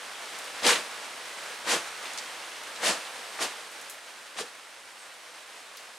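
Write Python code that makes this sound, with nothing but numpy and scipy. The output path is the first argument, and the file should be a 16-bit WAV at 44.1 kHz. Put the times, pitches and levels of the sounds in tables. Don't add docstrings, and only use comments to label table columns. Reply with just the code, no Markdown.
import sys
import numpy as np
from scipy import signal
from scipy.io import wavfile

SR = 44100
rng = np.random.default_rng(int(sys.argv[2]) if len(sys.argv) > 2 else 0)


def wav_record(signal):
    frames = np.transpose(np.atleast_2d(signal))
    bounded = np.clip(frames, -1, 1)
    quanta = np.round(bounded * 32767).astype(np.int16)
    wavfile.write(sys.argv[1], SR, quanta)


N = 263718


def gain_of(db):
    return 10 ** (np.asarray(db) / 20)


def evened(x):
    return x / np.sqrt(np.mean(x ** 2) + 1e-20)


def read(points, hz):
    f, value = np.transpose(points)
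    return np.interp(np.log(hz + 1), np.log(f + 1), value)


def add(mix, s, sound):
    part = mix[:, round(s * SR):][:, :sound.shape[1]]
    part += sound[:, :part.shape[1]]


def coloured(x, points):
    gain_db = read(points, abs(np.fft.fftfreq(8192, 1 / SR)))
    log_gain = np.log(gain_of(np.maximum(gain_db, -100)))
    spectrum = np.exp(np.conj(signal.hilbert(log_gain)))
    taps = np.fft.ifft(spectrum).real[:4096]
    return signal.oaconvolve(x, taps[None], axes=1)[:, :x.shape[1]]


# (frequency [Hz], side over mid [dB])
STEREO_WIDTH = [(60, -34), (130, -38), (230, -20.5), (400, -20.5), (800, -14), (1600, -10), (4000, -9.5),
                (8500, -9), (10000, -18.5), (11200, -42), (13000, -41)]


def stereo(pair, pan_db=0):
    lean = np.tanh(pan_db * np.log(10) / 40) * pair[0]
    lean = signal.lfilter(*signal.butter(2, [500, 11000], "band", fs=SR), lean)
    side = coloured(pair[1:], STEREO_WIDTH)[0] + lean
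    return np.array([pair[0] + side, pair[0] - side])


def random_sizes(shape, spread_db):
    size = gain_of(spread_db * np.minimum(rng.exponential(1, shape), 5))
    return size * rng.choice([-1., 1.], shape)


def grains(tilt_db, flap_db, per_cycle, spread_db, cycles):
    out = np.zeros((2, len(tilt_db)))
    for hz in np.geomspace(30, 17000, 20):
        t = np.arange(0, 3 * cycles / hz, 1 / SR)
        ring = np.sin(2 * np.pi * hz * t) * t * np.exp(-2 * np.pi * t * hz / cycles)
        ring = ring[None] / np.linalg.norm(ring)
        hit = rng.random(out.shape) < min(per_cycle * hz / SR, 1)
        hits = evened(hit * random_sizes(out.shape, spread_db))
        weight = gain_of(tilt_db * np.log2(hz / 2500) + flap_db / (1 + (hz / 600) ** 4))
        rings = signal.oaconvolve(hits * weight, ring, axes=1)[:, :out.shape[1]]
        out += np.sqrt(hz / 5000) * rings
    return out


def crackle(length, per_s, spread_db):
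    hit = rng.random((2, length)) < per_s / SR
    return evened(hit * random_sizes(hit.shape, spread_db))


def drift(per_s):
    t = np.arange(N) / SR
    rates = np.geomspace(per_s / 10, per_s, 16)
    return evened(sum(np.sin(2 * np.pi * (f * t + rng.random())) / np.sqrt(f) for f in rates))


# (time [s], level [dB])
RAIN_LEVEL = [(0.0, -41.5), (0.4, -39.5), (0.8, -38), (1.06, -40.5), (2.05, -39), (2.5, -41), (3.05, -40),
              (3.46, -40.5), (4.01, -45.5), (4.78, -48), (5.61, -46.5), (5.98, -47.5)]
# (frequency [Hz], filter gain [dB])
PATTER_COLOUR = [(13, -73), (22, -50), (53, -44), (87, -20.5), (165, -20.5), (211, -14), (398, -7),
                 (482, -2), (1580, 0), (3230, -4), (7190, -11), (8970, -10), (14700, -28), (16000, -38)]
RAIN_TILT_DB, RAIN_TILT_PER_DB = .55, -.07
RAIN_PAN_DB = -1.25


def rain():
    t = np.arange(N) / SR
    level_db = np.interp(t, *np.transpose(RAIN_LEVEL))
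    tilt_db = RAIN_TILT_DB + RAIN_TILT_PER_DB * (level_db - level_db.max())
    drops = evened(grains(tilt_db, 0, per_cycle=.45, spread_db=1.5, cycles=1.79))
    drops = drops + gain_of(-7) * crackle(N, per_s=3000., spread_db=1.0)
    level = gain_of(level_db + 0.56 * drift(25))
    return stereo(evened(coloured(drops, PATTER_COLOUR)) * level, RAIN_PAN_DB)


# (start [s], hardest pull [s], end [s], top level [dB], low flap [s])
SHEET_TUGS = [(.615, 0.686, 0.83, -20.5, 0.662), (1.639, 1.726, 1.83, -24.5, 1.745),
              (2.795, 2.879, 3.0, -24, 2.905), (3.38, 3.429, 3.52, -29, 3.44),
              (4.35, 4.404, 4.46, -33, 4.42)]
# (frequency [Hz], filter gain [dB])
RUSTLE_COLOUR = [(15, -62), (25, -24), (130, -24.5), (200, -12), (394, -8.5), (476, -6.5), (591, -8.5),
                 (1840, -11.5), (2160, -12.5), (3080, -12.5), (9320, -19), (13200, -34.5), (16000, -71)]
# (share of the tug [0-1], left over right [dB])
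CREASE_PAN = [(0, 2.5), (.5, 0.5), (1, -2)]
RISE_DB, RISE_CURVE, FALL_DB, FALL_CURVE = -26, 2.28, -27.5, 1.57
TILT_TOP_DB, TILT_PER_DB = 1.34, 0.2329
FLAP_REST_DB, FLAP_TOP_DB, FLAP_S = -12.5, -1, 0.027


def tug(start, top, end, top_db, flap):
    t = np.arange(start, end, 1 / SR)
    before = np.maximum(top - t, 0) / (top - start)
    after = np.maximum(t - top, 0) / (end - top)
    pull_db = RISE_DB * before ** RISE_CURVE + FALL_DB * after ** FALL_CURVE
    tilt_db = TILT_TOP_DB + TILT_PER_DB * pull_db
    flap_db = FLAP_REST_DB + (FLAP_TOP_DB - FLAP_REST_DB) * np.exp(-((t - flap) / FLAP_S) ** 2)
    creases = grains(tilt_db, flap_db, per_cycle=.25, spread_db=1.0, cycles=2.39)
    clicks = gain_of(-11.5 + tilt_db) * crackle(len(t), per_s=1400.0, spread_db=-1.5)
    rustle = evened(coloured(creases + clicks, RUSTLE_COLOUR))
    pan_db = np.interp(np.linspace(0, 1, len(t)), *np.transpose(CREASE_PAN))
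    level = gain_of(top_db + pull_db) * signal.windows.tukey(len(t), .08)
    return start, stereo(rustle * level, pan_db)


def tick(s, strength_db, hz, t60, pan_db, rise, crack):
    t = np.arange(5000) / SR
    band = signal.butter(2, [hz / 1.71, min(hz * 1.34, .45 * SR)], "band", fs=SR)
    fade = crack * np.exp(-t / 0.00099) + gain_of(-60 * t / t60)
    splash = rng.standard_normal((2, len(t))) * fade * (1 - np.exp(-t / rise))
    splash = signal.lfilter(*band, splash)
    splash = signal.lfilter(*signal.butter(2, 14500, fs=SR), splash)
    return s, stereo(gain_of(strength_db) * np.sqrt(6000 / hz) * splash, pan_db)


# (time [s], strength before the pitch weighting [dB], pitch [Hz])
CREASE_SNAPS = [(0.631, -22, 4500), (0.645, -17, 3080), (0.664, -10, 4200), (0.683, -12, 3800),
                (0.692, -15.5, 1300), (0.703, -12, 1730), (0.729, -14, 2780), (0.753, -16, 2500),
                (0.768, -31, 2900), (1.672, -19.5, 1440), (1.707, -28, 3200), (1.729, -19, 1000),
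                (2.834, -21, 1690), (2.852, -24, 3110), (2.889, -22, 950), (3.387, -25, 1310),
                (3.413, -22, 1600), (3.426, -23, 4500), (4.365, -33, 1950), (4.386, -27, 1180)]


def snap(s, strength_db, hz):
    return tick(s, strength_db, hz, t60=0.061, pan_db=1, rise=0.0016, crack=.2)


# (time [s], strength before the soft start [dB], pitch [Hz])
RAFTER_SLAPS = [(0.659, -22, 460), (0.719, -19, 496), (1.734, -18.5, 496), (2.833, -23, 735),
                (2.869, -23, 690), (2.899, -25, 720), (3.413, -23, 710), (3.444, -28.5, 514),
                (4.41, -21.5, 437), (4.434, -31, 490)]


def slap(s, strength_db, hz):
    t = np.arange(5000) / SR
    fade = gain_of(strength_db - 60 * t / 0.041)
    ring = np.sin(2 * np.pi * (hz * t + rng.random())) * fade * (1 - np.exp(-t / 0.0033))
    return s, np.array([ring, ring])


# (time [s], strength before the pitch weighting [dB], pitch [Hz], 60 dB decay [s], left over right
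# [dB]); the last two rows together make one broad drop
LARGE_DRIPS = [(0.388, -34.5, 8900, .06, 5), (0.442, -38, 8200, .06, .4), (1.255, -37, 5200, 0.073, 5),
               (1.46, -38, 1800, .08, .1), (2.055, -34, 3000, 0.15, .4), (2.1345, -33, 7500, .04, -1),
               (2.1753, -28.5, 6000, 0.071, 6), (2.184, -26, 5430, 0.07, -5), (2.634, -41, 8900, .06, 10),
               (2.76, -34, 4830, 0.067, -.4), (3.715, -43, 9000, 0.12, -5), (3.813, -40, 9200, 0.099, -2),
               (3.897, -32.5, 9700, 0.14, 3), (5.7697, -38, 13500, 0.03, -.4),
               (5.771, -39.5, 5000, 0.14, 2)]


def drip(s, strength_db, hz, t60, pan_db):
    return tick(s, strength_db, hz, t60, pan_db, rise=0.00033, crack=1.14)


BIRD_S, BIRD_LENGTH_S, BIRD_DB, BIRD_RISE_S, BIRD_FADE_DB = 4.983, .107, -55, .009, -12
BIRD_THROB_DB, BIRD_THROBS_PER_S = 2.5, 45
BIRD_HZ, BIRD_DROP_HZ, BIRD_DROP_S = 8100, 1350, .007
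BIRD_WARBLE_HZ, BIRD_WARBLES_PER_S = 150, 30


def bird():
    t = np.arange(0, BIRD_LENGTH_S, 1 / SR)
    warble_hz = BIRD_WARBLE_HZ * np.cos(2 * np.pi * BIRD_WARBLES_PER_S * t)
    hz = BIRD_HZ + BIRD_DROP_HZ * np.exp(-t / BIRD_DROP_S) + warble_hz
    throb_db = BIRD_THROB_DB * np.cos(2 * np.pi * BIRD_THROBS_PER_S * (t - BIRD_RISE_S))
    level = gain_of(BIRD_DB + BIRD_FADE_DB * t / BIRD_LENGTH_S + throb_db)
    level = level * np.minimum(t / BIRD_RISE_S, 1) ** 2
    call = np.sqrt(2) * level * np.sin(2 * np.pi * np.cumsum(hz) / SR)
    call = call * signal.windows.tukey(len(t), .1)
    return BIRD_S, call * gain_of([[.5], [-.5]])


# (frequency [Hz], 60 dB decay [s])
FRAMING_DECAY = [(200, 0.25), (1000, 0.3), (8000, 0.34)]


def framing(x):
    taps = np.zeros((2, SR // 2))
    jitter = rng.integers(0, 20, (2, (SR // 2 - 301) // 20))
    at = np.arange(300, SR // 2 - 20, 20) + jitter
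    np.put_along_axis(taps, at, rng.choice([-1., 1.], at.shape), 1)
    hz, t, z = signal.stft(taps, SR, nperseg=256)
    fade = gain_of(-60 * t / read(FRAMING_DECAY, hz)[:, None])
    tail = signal.istft(z * fade, SR, nperseg=256)[1]
    tail = tail / np.linalg.norm(tail[0])
    return stereo(signal.fftconvolve(x.mean(0)[None], tail, axes=1)[:, :N])


def scene():
    dry_events = np.zeros((2, N))
    for play, rows in [(tug, SHEET_TUGS), (snap, CREASE_SNAPS), (slap, RAFTER_SLAPS), (drip, LARGE_DRIPS)]:
        for row in rows:
            add(dry_events, *play(*row))
    add(dry_events, *bird())
    events = signal.sosfilt(signal.butter(2, 95, "high", fs=SR, output="sos"), dry_events)
    return events + gain_of(-9.5) * framing(events) + rain()


def record(dry):
    taps = signal.firwin(511, 16000, window=("kaiser", 9), fs=SR)
    return signal.oaconvolve(dry, taps[None], "same")


dry = scene()
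out = record(dry)
wav_record(out)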